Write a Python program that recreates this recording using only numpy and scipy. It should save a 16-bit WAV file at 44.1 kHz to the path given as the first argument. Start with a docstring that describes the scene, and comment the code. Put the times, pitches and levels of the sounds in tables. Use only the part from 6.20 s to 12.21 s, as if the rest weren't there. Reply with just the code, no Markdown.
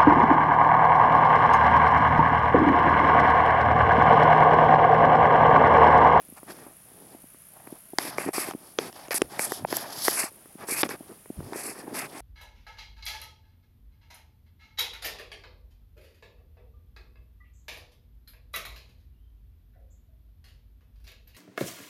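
"""Fingers bump, rub and click on the plastic case of a small camera as it is shifted about in the hand.
The case carries it all straight to the microphone, with one short squeak and a few soft palm thuds.
The camera is held behind a window screen. Underneath lie faint outdoor air and the hiss, whine and
buzz of its own electronics."""
import sys
import numpy as np
from scipy import signal
from scipy.fft import rfft, irfft
from scipy.io import wavfile
from scipy.ndimage import uniform_filter1d

SR = 44100
rng = np.random.default_rng(int(sys.argv[2]) if len(sys.argv) > 2 else 0)


def persist_wave(psi):
    """Save psi, clipped to +-1, as 16-bit WAV."""
    counts = np.round(np.clip(psi, -1, 1) * 32767).astype(np.int16)
    wavfile.write(sys.argv[1], SR, np.atleast_2d(counts).T)


N = 264864
TIME = np.arange(N) / SR


def fingers(grip_wander_db=5.5):
    """Strokes over a restless grip, right at the microphone: shell rasp, skin hiss and body rumble."""
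    # a finger crossing the case: start_s, length_s, fade_s, rasp_db, hiss_db, rumble_db,
    # force_growth_db, far_side_share
    strokes = [ (0.169, .02, .01, -48.5, -49.5, -57, 2, 0.06),
               (0.278, 0.043, .015, -43, -48.5, -41, 9, 0.6),
               (0.334, 0.17, 0.069, -52, -60, -49, -11, 0.44),
               (0.913, 0.045, .015, -67.5, -79, -55.5, 0, 0.7),
               (1.327, 0.25, 0.039, -61, -74.5, -57, 16, 0.7),
               (1.788, .12, 0.0066, -40.5, -39, -42.5, 1, 0.6), (1.905, 0.069, .008, -43, -54, -50, -4, 1),
               (1.983, 0.12, 0.014, -38.5, -41.5, -40, -6, 0.18),
               (2.133, 0.12, 0.0033, -36.5, -32.5, -44, -2.5, 0.24),
               (2.25, 0.071, 0.0094, -40, -42, -41, -3.5, 0.4),
               (2.402, 0.11, 0.07, -61, -56.5, -53, 5, 0.2), (2.588, .11, 0.011, -43, -45, -41.5, -2, 0.5),
               (2.748, 0.14, 0.014, -51, -56.5, -55.5, -9, 0.67),
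               (2.911, .025, 0.0042, -28.5, -33.5, -46, 0.5, 0.77),
               (2.942, 0.041, .003, -38.5, -26.5, -47, 2, 0.14),
               (2.983, 0.079, .01, -55, -56.5, -43.5, -4, 0.35),
               (3.104, 0.11, 0.016, -46, -50, -47.5, 0, 0.66),
               (3.194, .072, 0.012, -39, -30.5, -45.5, 1, 0.08),
               (3.264, .05, .015, -46, -41, -41.5, -4, 0.26),
               (3.309, 0.088, 0.021, -47, -38.5, -57, -5, 0.73),
               (3.374, 0.07, 0.018, -52, -59, -44.5, -6, .8),
               (3.503, 0.16, 0.036, -36.5, -37.5, -42, -6, 0.96),
               (3.651, 0.19, 0.017, -43.5, -41, -49, 9.5, 0.96),
               (3.84, 0.13, 0.028, -37.5, -31, -45, -7.5, .85),
               (3.951, 0.11, 0.039, -35.5, -28.5, -45, -3.5, 0.03),
               (4.397, 0.063, 0.025, -40.5, -56, -43.5, -5, 1),
               (4.481, 0.085, 0.018, -38.5, -32, -39.5, 1, 0.06),
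               (4.558, 0.061, 0.0082, -37, -29, -44, 7, 0.2),
               (4.631, 0.039, 0.0068, -38, -42, -31, 3, 0.44),
               (4.693, 0.064, 0.012, -40.5, -46, -39, -8, 0.4),
               (4.894, 0.032, 0.017, -52.5, -74, -40.5, 0, 0.6),
               (5.208, 0.13, 0.038, -55.5, -64, -47, 9, 0.4), (5.328, 0.087, 0.02, -43, -40.5, -44, 8, .05),
               (5.426, .1, .03, -41, -36.5, -39.5, -0.5, 0),
               (5.557, 0.069, 0.032, -44, -47.5, -42.5, -2, 0.07),
               (5.618, 0.16, 0.018, -51.5, -66, -41.5, 17, 0.5),
               (5.752, 0.11, 0.019, -35.5, -38, -42, -6.5, 0.26),
               (5.921, 0.14, 0.018, -44.5, -47.5, -51, 7, 0.15)]
    # resonances that rubbing wakes from either side of the case: pitch_hz, width_hz, near_db, far_db
    body_modes = [(147.6, 92, -23, -9.5), (337, 230, -3.5, -3), (447, 510, -15.5, -11.5)]
    shell_modes = [(752, 366, -6.5, -4.5), (1171, 334, -7.5, -11), (1717, 456, -7, -8),
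                   (2354, 770, -4.5, -16.5)]
    hiss_modes = [(3410, 980, -28.5, -9.5), (4954, 1260, -11.5, -5), (6520, 1900, -12.5, -12),
                  (8270, 1280, -8, -21.5), (10030, 1230, -4.5, -33), (11200, 1380, -6, -2.5),
                  (13600, 2200, -22, -13)]
    # rows: rasp, hiss, rumble
    db_per_force_db = np.array([[0.34], [1.82], [0.4]])
    grip_db = np.array([[-71.5], [-74], [-62.5]])  # the hand creeps on the case between strokes
    power = undb(grip_db + grip_wander_db * walk(8)) ** 2
    far_power = power[1] / 2
    for start, length, fade, *layers_db, growth_db, far_side in strokes:
        contact, force_db = stroke(start, length, fade, growth_db)
        on = contact > 0
        stroke_db = np.array(layers_db)[:, None] + db_per_force_db * force_db[on]
        stroke_power = contact[on] * undb(stroke_db) ** 2
        power[:, on] += stroke_power
        far_power[on] += np.clip(far_side, 0, 1) * stroke_power[1]
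    rasp_db, hiss_db, rumble_db = 10 * np.log10(power)
    far = far_power / power[1]
    rumble = rubbed(body_modes, rumble_db, far, rate=1800, spread_db=4.5, flutter_db=0.85, brighten=0.19)
    rasp = rubbed(shell_modes, rasp_db, far, rate=7000, spread_db=0.5, flutter_db=2.0, brighten=0.46)
    hiss = rubbed(hiss_modes, hiss_db, far, rate=20000, spread_db=4.0, flutter_db=1.9, brighten=0.3)
    return rumble + shell(rasp) + hiss


def stroke(start, length, fade, growth_db, arch_db=1):
    """A finger's contact (0-1) fades in and out; its force (dB) arches and leans towards one end."""
    inside_s = np.minimum(TIME - start, start + length - TIME)
    contact = np.clip(inside_s / fade / 2 + .5, 0, 1) ** 2
    along = np.clip((TIME - start) / length, 0, 1)
    return contact, growth_db * (along - .5) + arch_db * (np.sin(np.pi * along) - 1)


def rubbed(modes, level_db, far, rate, spread_db, flutter_db, brighten, firm_db=-40):
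    """Skin sticks and slips on plastic; the place and force of contact set how each resonance answers."""
    out, centre_octave = 0, np.mean(np.log2(np.array(modes)[:, 0]))
    force_db = np.clip(level_db - firm_db, -20, 10)
    for hz, width, near_db, far_db in modes:
        gain = np.sqrt((1 - far) * undb(near_db) ** 2 + far * undb(far_db) ** 2)
        tilt_db = brighten * force_db * (np.log2(hz) - centre_octave)  # a light touch is dull
        wander_db = 1.1 * walk(9)  # each resonance comes and goes as the finger crosses nodes
        slips = impulses(rate, spread_db)
        out = out + gain * undb(tilt_db + wander_db) * unit(band(slips, hz, width))
    return out * undb(level_db + flutter_db * walk(110))  # finger pressure is never quite even


def shell(rasp, top_hz=2726):
    """The hollow shell passes little rasp above a steep upper edge."""
    return signal.sosfilt(signal.butter(10, top_hz, fs=SR, output="sos"), rasp)


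def knocks(swell_s=0.0014, after_share=0.044, after_t60_s=0.03, detune=0.11, focus_octaves=0.71):
    """The shell clacks and the whole body rocks for a few cycles; hard contacts add a tick."""
    # hard clicks of the case: start_s, thump_hz, thump_db, clack_db, clack_cutoff_hz, tick_db, tick_hz
    clicks = [ (1.7854, 304, -21.5, -8, 1930, -5, 5750), (1.983, 373, -20.5, -10, 2400, -24, 6160),
              (2.3104, 400, -39, -23.5, 1380, -30, 3970), (2.336, 318, -33, -31, 1410, -41, 3500),
              (2.5873, 428, -14, -12.5, 2060, -12, 3870), (2.728, 400, -55, -40, 2400, -33, 4750),
              (2.8833, 335, -35, -33.5, 980, -34, 4440), (2.9083, 517, -22, -18, 2300, -20, 5200),
              (2.944, 360, -27, -34, 1000, -18, 9000), (3.018, 374, -10, -9.5, 2380, -17, 3500),
              (3.0194, 338, -36, -24, 2000, -14, 9100), (3.1937, 205, -28.5, -10, 2710, -12, 7700),
              (3.32, 395, -21, -16.5, 1960, -20.5, 9000), (3.4486, 332, -29.5, -12.5, 1170, -40, 3320),
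              (3.5264, 345, -18, -13.5, 1540, -22.5, 5000), (3.5687, 650, -26, -25.5, 1000, -8.5, 9300),
              (3.8814, 394, -13, -5.5, 1820, -13, 5100), (4.6321, 356, -13.5, -9, 2400, -12, 3630),
              (4.6355, 344, -29, -10, 1780, -21, 3300), (4.6916, 427, -25, -25.5, 1510, -23, 4700),
              (5.3328, 330, -38, -23.5, 1520, -33, 4440)]
    # soft bumps of a fingertip: start_s, thump_hz, thump_db, clack_db
    bumps = [ (.088, 250, -40.5, -50), (.124, 243, -35.5, -44), (.23, 275, -36.5, -35.5),
             (.465, 293, -35, -36), (.948, 300, -33, -39), (1.04, 252, -38.5, -43.5),
             (1.145, 290, -45, -42.5), (1.4728, 300, -35.5, -32), (1.525, 300, -28.5, -48),
             (1.734, 354, -28, -32.5), (2.0623, 320, -23, -32), (2.073, 307, -23.5, -33),
             (2.0813, 418, -23, -26.5), (2.0878, 357, -15.5, -17.5), (2.1805, 352, -18.5, -19),
             (2.2866, 356, -24.5, -30), (2.349, 277, -23, -32.5), (3.486, 400, -41, -35),
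             (4.038, 306, -25.5, -31), (4.257, 330, -42.5, -40.5), (4.354, 274, -35, -46.5),
             (4.486, 400, -29.5, -25.5), (4.521, 317, -26, -43), (4.807, 282, -29.5, -35.5),
             (5.058, 413, -42, -39), (5.102, 282, -23.5, -32.5), (5.2042, 298, -29.5, -29.5),
             (5.3231, 386, -25.5, -29), (5.358, 387, -26, -32.5), (5.6785, 284, -27.5, -31)]
    # what a knock rings with: pitch_hz, t60_s, signed_strength
    clack_modes = [(682, 0.01, 0.56), (1130, 0.0091, -0.4), (1670, 0.003, -1.01), (2186, 0.0099, 0.73),
                   (2600, 0.0077, 0.21)]
    tick_modes = [(2950, 0.008, 0.66), (5420, 0.0039, -0.71), (7500, 0.0013, 0.82), (8520, 0.0034, -0.59),
                  (10960, 0.0048, 0.71)]
    out, t = np.zeros(N), TIME[:SR // 16]
    rocking = t / swell_s * np.exp(-t / swell_s) + after_share * np.exp(-np.log(1000) * t / after_t60_s)

    def blow(hz, thump_db, clack_db, cutoff_hz, shifts):
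        """Thump and clack; a soft contact leaves the upper shell modes quiet."""
        softness = signal.butter(4, min(cutoff_hz, SR / 4), fs=SR)
        clack = signal.lfilter(*softness, ring(clack_modes, t, shifts))
        thump = -np.sin(2 * np.pi * hz * t) * rocking
        return peak(thump, thump_db) + peak(clack, clack_db)

    for start, hz, thump_db, clack_db, cutoff_hz, tick_db, tick_hz in clicks:
        shifts = detune * rng.standard_normal(len(clack_modes))
        # the spot that is struck favours the stiff modes near one pitch
        woken = [(mode_hz, t60, strength * np.exp(-(np.log2(mode_hz / tick_hz) / focus_octaves) ** 2))
                 for mode_hz, t60, strength in tick_modes]
        tick = peak(ring(woken, t, shifts), tick_db)
        add(out, start, blow(hz, thump_db, clack_db, cutoff_hz, shifts) + tick)
    for start, hz, thump_db, clack_db in bumps:
        shifts = detune * rng.standard_normal(len(clack_modes))
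        cutoff_hz = 1100 * 2 ** (0.21 * (clack_db - thump_db))  # a harder contact reaches higher
        add(out, start, blow(hz, thump_db, clack_db, cutoff_hz, shifts))
    # the knocks carry little below about 140 Hz
    return signal.lfilter(*signal.butter(2, 140, "highpass", fs=SR), out)


def ring(modes, t, shifts):
    """Heavily damped plastic modes, each shifted a little in pitch by the grip."""
    return sum(strength * np.sin(2 * np.pi * hz * (1 + shift) * t) * np.exp(-np.log(1000) * t / t60)
               for (hz, t60, strength), shift in zip(modes, shifts))


def palm(width_share=0.71):
    """Soft flesh loads the case slowly and gives only a low thud."""
    # presses of the palm: start_s, swell_s, pitch_hz, peak_db
    presses = [(3.023, 0.0084, 90, -43), (3.395, 0.016, 155, -33.5), (4.641, 0.0072, 195, -34.5),
               (5.168, 0.008, 107, -26.5), (5.213, 0.012, 85, -37)]
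    out, t = np.zeros(N), TIME[:SR // 4]
    for start, swell, hz, peak_db in presses:
        shudder = band(rng.standard_normal(2 * len(t)), hz, hz * width_share)[len(t):]
        envelope = (t / swell) ** 2 * np.exp(-t / swell)
        add(out, start, peak(shudder * envelope, peak_db))
    return out


def squeak(start_s=4.505, length_s=.1, glide_hz=(2320, 2540), jitter_hz=110, level_db=-39.5):
    """A fingertip drags and its slips lock into a rough tone that rises."""
    contact, _ = stroke(start_s, length_s, fade=0.013, growth_db=0)
    hz = np.interp(TIME - start_s, [0, length_s], glide_hz) + jitter_hz * walk(500)
    flutter_db = 3 * walk(150)
    return contact * undb(level_db + flutter_db) * np.sin(2 * np.pi * np.cumsum(hz) / SR)


def electronics(buzz_hz=59.9, burst_s=0.0071, uneven_db=2.0, whine_hz=9638, whine_db=-60.5):
    """The camera's circuits give a thin whine and an uneven spurt of sizzle on every cycle of a buzz."""
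    # strength of the buzz: time_s, level_db
    buzz_levels = [(0, -54.5), (.8, -58), (1.4, -53.5), (2.5, -57.5), (4.2, -59.5), (6.0, -62)]
    cycle, phase = np.divmod(TIME * buzz_hz, 1)
    sizes = undb(uneven_db * rng.standard_normal(int(cycle[-1]) + 1))
    spurts = sizes[cycle.astype(int)] * np.exp(-phase / buzz_hz / burst_s)
    crackle = spurts * impulses(rate=12000, spread_db=0)
    sizzle = unit(band(crackle, hz=11150, width_hz=1400))
    sizzle_db = np.interp(TIME, *np.transpose(buzz_levels))
    whine = unit(np.sin(2 * np.pi * whine_hz * TIME))
    return undb(sizzle_db) * sizzle + undb(whine_db) * whine


def air(level_db=-56.5):
    """Faint, steady outdoor air beyond the screen, and microphone hiss."""
    # colour of the air and hiss: frequency_hz, relative_density_db
    spectrum = [(18, -49), (30, -2.5), (199, 6.5), (328, -15), (499, -7.5), (666, 0), (721, -16),
                (801, -15.5), (1130, -6.5), (2610, -9), (3140, -11), (4190, -15), (8980, -10.5), (9970, -3),
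                (16000, -13.5)]
    hz, db = np.transpose(spectrum)
    bins_hz = np.fft.rfftfreq(N, 1 / SR) + 1
    colour = undb(np.interp(np.log(bins_hz), np.log(hz), db))
    return unit(irfft(rfft(rng.standard_normal(N)) * colour, N)) * undb(level_db)


def impulses(rate, spread_db):
    """Tiny impulses of uneven size at random times, about `rate` a second."""
    size, spread = rng.standard_normal((2, N))
    return (rng.random(N) < rate / SR) * size * undb(spread_db * spread)


def walk(rate_hz):
    """A smooth random drift with rms 1."""
    hold = int(SR / rate_hz)
    steps = np.repeat(rng.standard_normal(N // hold + 1), hold)
    return unit(uniform_filter1d(steps, hold)[:N])


def band(x, hz, width_hz):
    """A steep-sided resonance."""
    edges = np.clip([hz - width_hz / 2, hz + width_hz / 2], 15, .48 * SR)
    return signal.sosfilt(signal.butter(2, edges, "bandpass", fs=SR, output="sos"), x)


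def undb(db):
    """Decibels to gain."""
    return 10 ** (np.asarray(db) / 20)


def unit(x):
    """Scale to rms 1."""
    return x / np.sqrt(np.mean(x ** 2))


def peak(x, db):
    """Scale to a peak level."""
    return x * undb(db) / np.abs(x).max()


def add(out, start_s, sound):
    """Mix a short sound in at a time."""
    i = max(int(start_s * SR), 0)
    out[i:i + len(sound)] += sound[:max(N - i, 0)]


def scene():
    """Handling and background meet at the camera's one microphone."""
    return (fingers() + squeak() + knocks() + palm() + air() + electronics())[None]


def record(dry, top_hz=16000):
    """The camera cuts off the highest treble."""
    return signal.sosfilt(signal.ellip(8, .2, 70, top_hz, fs=SR, output="sos"), dry)


dry = scene()
out = record(dry)
persist_wave(out)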